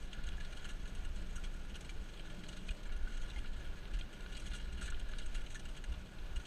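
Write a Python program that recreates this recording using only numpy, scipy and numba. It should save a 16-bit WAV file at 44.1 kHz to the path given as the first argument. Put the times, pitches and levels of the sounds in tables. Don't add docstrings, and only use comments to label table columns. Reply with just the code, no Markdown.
import sys
import numpy as np
from scipy import signal
from scipy.fft import rfft, irfft
from scipy.io import wavfile
from scipy.ndimage import uniform_filter1d
from numba import njit

SR = 44100
rng = np.random.default_rng(int(sys.argv[2]) if len(sys.argv) > 2 else 0)


def wav_record(signal):
    frames = np.transpose(np.atleast_2d(signal))
    bounded = np.clip(frames, -1, 1)
    quanta = np.round(bounded * 32767).astype(np.int16)
    wavfile.write(sys.argv[1], SR, quanta)


N = 285238

# start_s, deep_buffet_db, upper_buffet_db
WIND_LEVELS = [(0.0, -38, -71), (0.03, -41.5, -58), (0.11, -47, -65), (0.27, -35.5, -45), (0.38, -46, -42),
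               (0.41, -40, -49), (0.66, -42.5, -56), (0.77, -42.5, -47.5), (0.92, -45, -52),
               (0.99, -39, -44.5), (1.26, -42.5, -46), (1.51, -39.5, -52), (1.58, -43, -54),
               (1.75, -45, -44), (1.8, -51.5, -53), (2.0, -39, -46), (2.05, -49, -59), (2.21, -44.5, -56),
               (2.49, -47.5, -59), (2.66, -44, -60), (2.7, -35, -51), (2.77, -56, -64), (2.81, -47, -69),
               (2.86, -37, -48), (2.95, -36.5, -56), (3.01, -39, -47), (3.04, -31.5, -53),
               (3.08, -48, -45.5), (3.13, -38.5, -74), (3.22, -36, -64), (3.3, -46, -51),
               (3.39, -40.5, -42.5), (3.44, -41, -57), (3.53, -33.5, -44.5), (3.6, -51, -47),
               (3.69, -37, -44.5), (3.73, -43.5, -55), (3.89, -45.5, -56), (3.93, -31.5, -63),
               (3.98, -36.5, -48), (4.11, -53, -61), (4.2, -45.5, -52), (4.36, -42.5, -52),
               (4.5, -43.5, -42.5), (4.57, -44.5, -57.5), (4.72, -42.5, -38), (4.77, -45, -49),
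               (4.95, -36, -44), (5.04, -39, -57), (5.4, -36.5, -47.5), (5.44, -42, -52),
               (5.62, -45.5, -55), (5.66, -40.5, -40), (5.76, -47, -64), (5.89, -41.5, -38.5),
               (6.12, -55, -64), (6.2, -41, -46), (6.29, -43.5, -54), (6.36, -40, -36.5), (6.47, -53, -75)]
# start_s, drone_db, hum_db, upper_ring_db
TYRE_LEVELS = [(0, -53.5, -68, -79), (.43, -62, -60, -80), (.55, -62, -66, -72), (.88, -54.5, -62, -77),
               (1.1, -62.5, -70, -82), (1.21, -51.5, -57.5, -63), (1.35, -60, -63.5, -83),
               (2.0, -58.5, -66.5, -71), (2.28, -50, -66, -72), (2.34, -52, -70, -59), (2.4, -63, -50, -80),
               (2.46, -53, -59, -65), (2.55, -55, -58, -66), (2.64, -55, -55, -73), (2.72, -52.5, -70, -65),
               (2.97, -56, -68, -74.5), (4.74, -56.5, -64, -73.5), (4.83, -49.5, -58.5, -67),
               (4.94, -69, -72, -87), (5.1, -56.5, -65.5, -69), (5.91, -62, -69, -75),
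               (6.05, -53, -60, -74), (6.17, -57, -70, -76), (6.47, -67, -71, -84)]
# start_s, rustle_db, low_ring_db, bright_rustle_db
CARPET_LEVELS = [(0.0, -63, -64.5, -67), (0.23, -65, -63, -78), (0.52, -62, -61, -68),
                 (0.86, -68, -65.5, -70), (1.21, -64, -65.5, -70), (1.62, -75, -68, -72.5),
                 (2.18, -67, -66.5, -70.5), (2.41, -64, -67, -69), (2.72, -64, -72, -68),
                 (2.9, -77, -63, -83), (3.1, -63, -62, -68), (3.48, -65, -62, -71), (3.73, -68, -62.5, -74),
                 (4.12, -69.5, -65, -76.5), (4.43, -61, -62.5, -65), (4.92, -65, -62.5, -76.5),
                 (5.39, -61.5, -62.5, -67), (5.76, -76, -77, -74), (6.02, -78, -70, -74.5),
                 (6.47, -73, -64, -72.5)]
# start_s, level_db, low_ring_relative_db, brightness_relative_db, length_s, leaf_tone_hz
CRUNCHED_LEAVES = [(0.128, -38.5, -5, -8.5, 0.014, 3300), (0.18, -53, 10, -9, 0.016, 3200),
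                   (0.235, -42.5, -7, -6, 0.012, 3220), (0.264, -43.5, -13, -4, 0.015, 2830),
                   (0.283, -42, -13, -1.5, 0.011, 3240), (0.3144, -46.5, 1, -9, 0.022, 2860),
                   (0.399, -40.5, -3, -8.5, 0.022, 3330), (0.4444, -46, -12, -9, 0.015, 3600),
                   (0.519, -42.5, 2, -6, 0.017, 3240), (0.5691, -48, -7, -9, 0.015, 2880),
                   (0.59, -45, -5, -14, 0.015, 3120), (0.6414, -41.5, 2, -6, 0.015, 2920),
                   (0.6483, -43.5, 4.5, -4, 0.02, 2770), (0.6874, -40.5, -1, -4.5, 0.027, 2780),
                   (0.854, -44, 1.5, -9, 0.013, 2580), (0.8724, -44, -7, -5.5, 0.015, 3630),
                   (0.9474, -41.5, -18, -3.5, 0.014, 2880), (1.047, -43.5, 2, -1.5, 0.011, 2830),
                   (1.1574, -44.5, -8, -3, 0.013, 2820), (1.3545, -48, 7, 3.5, 0.022, 2870),
                   (1.436, -40, -6, -5, 0.022, 2220), (1.645, -48.5, 1, -6, 0.015, 3270),
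                   (1.693, -45, -13, -7, 0.018, 2950), (1.74, -44, -7, -7, 0.019, 2980),
                   (1.7536, -40.5, -3, -1, 0.016, 2980), (1.8056, -40, -12, -1.5, 0.011, 3840),
                   (1.844, -46.5, -10, -5.5, 0.024, 3130), (1.891, -40, -8, -6.5, 0.017, 2300),
                   (2.0867, -48.5, -11, -8, 0.02, 2760), (2.134, -45, -16, -22, 0.0093, 2940),
                   (2.17, -47, -13, -11, 0.015, 2870), (2.193, -44.5, -0.5, -14, 0.017, 3130),
                   (2.2464, -48.5, 4, -7.5, 0.029, 3150), (2.295, -46.5, 0, -14, 0.035, 3100),
                   (2.434, -40.5, -8, -14, 0.013, 3880), (2.483, -40.5, -1, -3, 0.015, 2740),
                   (2.5254, -41, -1.5, -7.5, 0.015, 2350), (2.563, -42.5, -3, -14, 0.023, 3200),
                   (2.6823, -34.5, -7.5, -14, 0.014, 2480), (2.705, -39.5, -2, -6, 0.013, 2870),
                   (2.829, -46, -7, -6, 0.015, 3100), (2.8515, -46, 3, -9, 0.02, 2220),
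                   (2.888, -50, 6, -24, 0.025, 2200), (2.9174, -46.5, -4, -6, 0.025, 2800),
                   (2.961, -50, -9, -1.5, 0.017, 2800), (3.1694, -50, 0, -1, 0.018, 2810),
                   (3.212, -46, -15, -1.5, 0.021, 3100), (3.298, -42.5, -20, -5, 0.013, 3850),
                   (3.3784, -43, -7, -7, 0.017, 2500), (3.4384, -51, 14, -12, 0.015, 3400),
                   (3.453, -44, -6, -19, 0.019, 2870), (3.528, -48, -9, -9, 0.015, 3030),
                   (3.5934, -49, -2, -11, 0.026, 3100), (3.6424, -48, 2, -8, 0.034, 3180),
                   (3.826, -49, -4, -15, 0.017, 3320), (3.9324, -41.5, -2, -8.5, 0.029, 2770),
                   (3.9864, -41, -5.5, -6, 0.018, 2750), (4.126, -46, -12, -4, 0.027, 2940),
                   (4.203, -41, -3, -9, 0.011, 2330), (4.32, -43.5, -3, -7, 0.022, 2860),
                   (4.347, -40.5, -21, -14, 0.023, 3240), (4.366, -39.5, -18, -4, 0.015, 3220),
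                   (4.395, -47.5, -11, 5, 0.015, 2770), (4.459, -39.5, -8, -4.5, 0.02, 2380),
                   (4.4794, -50, -5, 0, 0.015, 2160), (4.514, -43, 2, -12, 0.017, 3290),
                   (4.5304, -39, -3.5, -6, 0.019, 3410), (4.546, -44, -1, 1, 0.033, 2820),
                   (4.593, -42.5, -2, -18, 0.016, 2820), (4.7227, -44.5, -14, -3.5, 0.017, 3100),
                   (4.78, -47, 1, -9, 0.015, 2800), (4.809, -40, 4, -2.5, 0.021, 3400),
                   (4.823, -40, -7, -4, 0.039, 2600), (4.856, -43.5, -9, 1, 0.022, 2900),
                   (4.8744, -40, 5.5, -14, 0.018, 2260), (4.8994, -42, -6, 2, 0.01, 3930),
                   (4.918, -45.5, 8, -27, 0.016, 3180), (4.994, -43.5, -20, 1, 0.0096, 3130),
                   (5.085, -49, 7, 0, 0.015, 3040), (5.111, -47, -2, -4, 0.015, 2920),
                   (5.182, -37.5, -9, -4, 0.019, 2770), (5.213, -42.5, -13, -13, 0.023, 2410),
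                   (5.2574, -49, -9, 5, 0.015, 2880), (5.344, -38, -4, -3, 0.021, 2800),
                   (5.461, -39.5, -4, -11, 0.012, 2980), (5.501, -48, -1, 0.5, 0.04, 2780),
                   (5.5424, -41, -3, -2, 0.028, 3230), (5.592, -44.5, -2, 0, 0.013, 2380),
                   (5.6504, -42.5, -2, -2.5, 0.012, 2810), (5.685, -46.5, -3, -3, 0.015, 2810),
                   (5.763, -41.5, -2, -5, 0.022, 2930), (5.8374, -39, -1, -4.5, 0.01, 3100),
                   (5.92, -40.5, -3, -6, 0.01, 2430), (5.742, -44, -12, -14, 0.016, 3200),
                   (5.884, -50, -11, -14, 0.012, 3150), (5.904, -53, -11, -14, 0.012, 3200),
                   (5.937, -44, -8, -11, 0.015, 3420), (6.01, -51, -9, -2, 0.015, 2900),
                   (6.0554, -50, -7, -7, 0.015, 3010), (6.113, -52, 3, -14, 0.02, 2420),
                   (6.183, -47, -5, -18, 0.015, 3170), (6.215, -56, 7, -12, 0.02, 2800),
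                   (6.256, -51, 1, -6, 0.018, 3160), (6.3573, -40, -4, -2.5, 0.018, 2870),
                   (6.396, -46.5, 2, -8, 0.018, 3030), (6.45, -41, -8, -8.5, 0.023, 2900)]
# start_s, level_db, ring_hz, ring_time_s, housing_share_db
LOOSE_PARTS = [(0.1306, -34, 3230, 0.0015, 1), (0.289, -42, 3340, .0022, 15), (0.38, -47, 1690, 0.0071, -1),
               (0.856, -53, 2900, .0025, 14), (1.381, -46, 1410, 0.0082, -1), (1.438, -50, 2400, .003, 8),
               (1.755, -49, 2900, .0025, 15), (1.893, -40, 2340, 0.0021, 12), (2.141, -50, 3600, .002, 14),
               (2.196, -43, 3000, 0.0028, 6), (2.466, -47, 4230, 0.0018, 10),
               (2.691, -36.5, 2470, 0.0033, 6), (3.073, -43.5, 1503, 0.0081, 3),
               (3.316, -52, 2780, .003, 11), (3.361, -47, 2060, 0.0039, 16),
               (3.854, -48.5, 3100, 0.0027, 19), (4.011, -39, 3180, 0.0042, 16),
               (4.262, -43, 1510, 0.0037, 15), (4.355, -50, 2780, 0.0017, 17),
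               (4.459, -49, 2340, 0.0027, 17), (4.516, -45, 3220, .0025, 13),
               (4.945, -42.5, 3050, .003, 12), (5.136, -39.5, 1510, 0.0034, 12),
               (5.556, -41.5, 1746, 0.01, 6), (5.842, -49, 2970, 0.0017, 19), (6.359, -49, 2880, .002, 12)]
# start_s, length_s, then pitch_hz and level_db for each of three rings
FLUTTERING_TONES = [(1.359, .015, 5800, -60, 8350, -59, 11500, -72),
                    (2.862, .018, 7400, -64, 8400, -70, 6400, -72),
                    (3.362, .017, 840, -54, 2120, -49.5, 1700, -55)]
# pitch_hz, width_hz, relative_db
HOUSING_LOW_MODES = [(1438.5, 45, -2), (1595, 133, -11), (1710, 67, -5.5)]
HOUSING_MID_MODES = [(1996, 280, -6), (2418, 123, 0.5), (2828, 107, 3), (3316, 180, 3.5), (3450, 234, -1),
                     (4096, 506, -3)]
HOUSING_HIGH_MODES = [(5770, 520, -5.5), (6510, 410, 0), (8050, 320, -2), (8480, 194, -1.5),
                      (9740, 2300, -13.5), (12000, 1300, -21.5)]
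# pitch_hz, width_hz, relative_db
CASING_DRONE_MODES = [(145, 65, -3.5), (229.6, 158, -6.5), (278.5, 113, -7), (374, 177, -14)]
CASING_HUM_MODES = [(180, 11, 0)]
CASING_UPPER_MODES = [(608, 22, 0)]
# pitch_hz, relative_db (per Hz)
AIR_COLOUR = [(41, -61), (70, -8.5), (107, -3), (168, -8.5), (1040, -21), (1270, -22), (1430, -18),
              (1870, -24.5), (2930, -21.5), (5260, -33.5), (8240, -41.5), (10500, -44.5), (12100, -42),
              (13200, -45.5), (15100, -50)]

GUST_DB, GUSTS_PER_S = -0.38, 11
EDDY_S = 0.08
AIR_DB = -56.5
AIR_BASS_HZ, AIR_BASS_FOLLOWS = 121, 0.55
CREST_DB = 11.5
RISE_S, FALL_SHAPE = 0.003, 2.1
UPPER_TONES_HZ, UPPER_SPREAD_HZ = (6680, 7730), 510
BRIGHT_LEAF_DB = -6.5
FAINT_PER_S, FAINT_DB, FAINT_S = 22, -55, 0.005
FAINT_SPREAD_DB, FAINT_LOW_DB, FAINT_BRIGHT_DB, FAINT_HZ = 2.5, -6, -9, 2900
KNOCK_TOP_HZ = 4500
FLUTTER_RISE_S = 0.0025
TOP_HZ = 15250


def undb(db):
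    return 10 ** (np.asarray(db) / 20)


def unit(x):
    return x / np.sqrt(np.mean(x ** 2))


def curves(table):
    start_s, *columns = np.transpose(table)
    return [np.interp(np.arange(N) / SR, start_s, column) for column in columns]


def walk(rate):
    steps = int(N / SR * rate) + 2
    levels = rng.standard_normal(steps)
    return 1.88 * np.interp(np.arange(N) * rate / SR, np.arange(steps), levels)


@njit
def svf(x, hz, width):
    y, band, low = np.empty(len(x)), 0., 0.
    g, damping = np.tan(np.pi * hz / SR), width / hz
    for i in range(len(x)):
        v = (band + g * (x[i] - low)) / (1 + g * (g + damping))
        band = 2 * v - band
        low = low + 2 * g * v
        y[i] = damping * v
    return y


def ring(x, modes, flicker_db=0., per_s=40):
    power = sum(undb(db) ** 2 * np.pi * width / SR for hz, width, db in modes)
    total = np.zeros(N)
    for k, (hz, width, db) in enumerate(modes):
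        drive = x * undb(flicker_db * walk(per_s))
        total += (-1) ** k * undb(db) * svf(drive, 1. * hz, 1. * width)
    return total / np.sqrt(power)


def even(x):
    slow_power = uniform_filter1d(unit(x) ** 2, size=int(EDDY_S * SR))
    return unit(x / np.sqrt(slow_power + 0.024))


def wind():
    deep_db, upper_db = (db + GUST_DB * walk(GUSTS_PER_S) for db in curves(WIND_LEVELS))
    deep = svf(svf(rng.standard_normal(N), 21.3, 10.7), 9.0, 35.0)
    upper = svf(svf(svf(rng.standard_normal(N), 52.7, 32.0), 32.3, 45.), 56.0, 47.0)
    gusts = undb(deep_db) * even(deep) + undb(upper_db) * even(upper)
    return signal.sosfilt(signal.butter(4, 66., fs=SR, output="sos"), gusts)


def tyres():
    drone_db, hum_db, upper_db = curves(TYRE_LEVELS)
    ground = rng.standard_normal(N)
    drone = ring(undb(drone_db) * ground, CASING_DRONE_MODES)
    hum = undb(hum_db) * even(ring(ground, CASING_HUM_MODES))
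    upper_ring = undb(upper_db) * even(ring(ground, CASING_UPPER_MODES))
    return drone + hum + upper_ring


def air():
    hz = np.maximum(np.arange(N // 2 + 1) * SR / N, 1)
    colour_hz, colour_db = np.transpose(AIR_COLOUR)
    shape = undb(np.interp(np.log(hz), np.log(colour_hz), colour_db))
    rush = unit(irfft(rfft(rng.standard_normal(N)) * shape, N))
    bass = irfft(rfft(rush) / (1 + (hz / AIR_BASS_HZ) ** 4), N)
    buffet_db = uniform_filter1d(curves(WIND_LEVELS)[1], size=SR // 4)
    bass_gain = undb(AIR_BASS_FOLLOWS * (buffet_db - buffet_db.mean()))
    waver = undb(AIR_DB + 0.39 * walk(12))
    return waver * (rush - bass + bass * bass_gain)


def cracks(per_s, spread_db, top_db):
    moment, size_draw, sign_draw = rng.random((N, 3)).T
    size = undb(np.minimum(-spread_db * np.log(1 - size_draw), top_db))
    return unit((moment < per_s / SR) * size * np.sign(sign_draw - .5))


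def faint_crunches():
    count = int(FAINT_PER_S * N / SR)
    start_s = (np.arange(count) + rng.random(count)) / FAINT_PER_S
    level, low, bright, tone = rng.standard_normal((count, 4)).T
    return np.transpose([start_s, FAINT_DB + FAINT_SPREAD_DB * level,
                         FAINT_LOW_DB + 3 * low, FAINT_BRIGHT_DB + 3 * bright,
                         np.full(count, FAINT_S), FAINT_HZ * (1 + 0.14 * tone)])


def leaves():
    rustle_db, low_db, bright_db = curves(CARPET_LEVELS)
    power = undb(np.array([low_db, rustle_db, bright_db]) + 1.8 * walk(140)) ** 2
    fracture = cracks(per_s=7000, spread_db=4.0, top_db=5.5)
    tones = np.zeros(N)
    rows = np.vstack([CRUNCHED_LEAVES, faint_crunches()])
    for (start_s, db, low, bright, length, hz), stiff in zip(rows, rng.standard_normal(len(rows))):
        i = int(start_s * SR)
        t = np.arange(min(int(3 * length * SR), N - i)) / SR
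        span = slice(i, i + len(t))
        envelope = np.minimum(t / RISE_S, 1) * np.exp(-(t / length) ** FALL_SHAPE)
        burst = undb(db - CREST_DB) * envelope
        power[:, span] += (undb(np.array([[low], [0], [bright]])) * burst) ** 2
        upper_hz = UPPER_TONES_HZ[int(bright > BRIGHT_LEAF_DB)] + UPPER_SPREAD_HZ * stiff
        push = burst * fracture[span]
        tones[span] += undb(15.0) * svf(push, 1. * hz, 80.0)
        tones[span] += undb(bright - 9.0) * svf(push, 1. * upper_hz, 210.0)
    low_push, mid_push, high_push = np.sqrt(power) * fracture
    rung = (tones + ring(low_push, HOUSING_LOW_MODES, .4) + ring(mid_push, HOUSING_MID_MODES, 1.2)
            + ring(high_push, HOUSING_HIGH_MODES, 1.1))
    return signal.sosfilt(signal.butter(3, 10800., fs=SR, output="sos"), rung)


def ticks():
    parts, knocks = np.zeros(N), np.zeros(N)
    t = np.arange(int(.06 * SR)) / SR
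    for start_s, db, hz, ring_s, share_db in LOOSE_PARTS:
        i = int(start_s * SR)
        envelope = np.minimum(t / 0.00058, 1) * np.exp(-t / ring_s)
        parts[i:i + len(t)] += undb(db) * envelope * np.sin(2 * np.pi * hz * t)
        knocks[i] = undb(db + share_db)
    softened = signal.sosfilt(signal.butter(4, KNOCK_TOP_HZ, fs=SR, output="sos"), knocks)
    return parts + ring(softened, HOUSING_MID_MODES)


def fluttering_tones():
    out = np.zeros(N)
    t = np.arange(int(.06 * SR)) / SR
    for start_s, length, *rings in FLUTTERING_TONES:
        i = int(start_s * SR)
        envelope = np.minimum(t / FLUTTER_RISE_S, 1) * np.exp(-(t / length) ** 2)
        for hz, db in zip(rings[::2], rings[1::2]):
            flutter = undb(2.0 * walk(300)[:len(t)])
            out[i:i + len(t)] += undb(db) * flutter * envelope * np.sin(2 * np.pi * hz * t)
    return out


def scene():
    return (wind() + tyres() + air() + leaves() + ticks() + fluttering_tones())[None]


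def record(dry):
    return signal.sosfilt(signal.ellip(10, .2, 60, TOP_HZ, fs=SR, output="sos"), dry)


dry = scene()
out = record(dry)
wav_record(out)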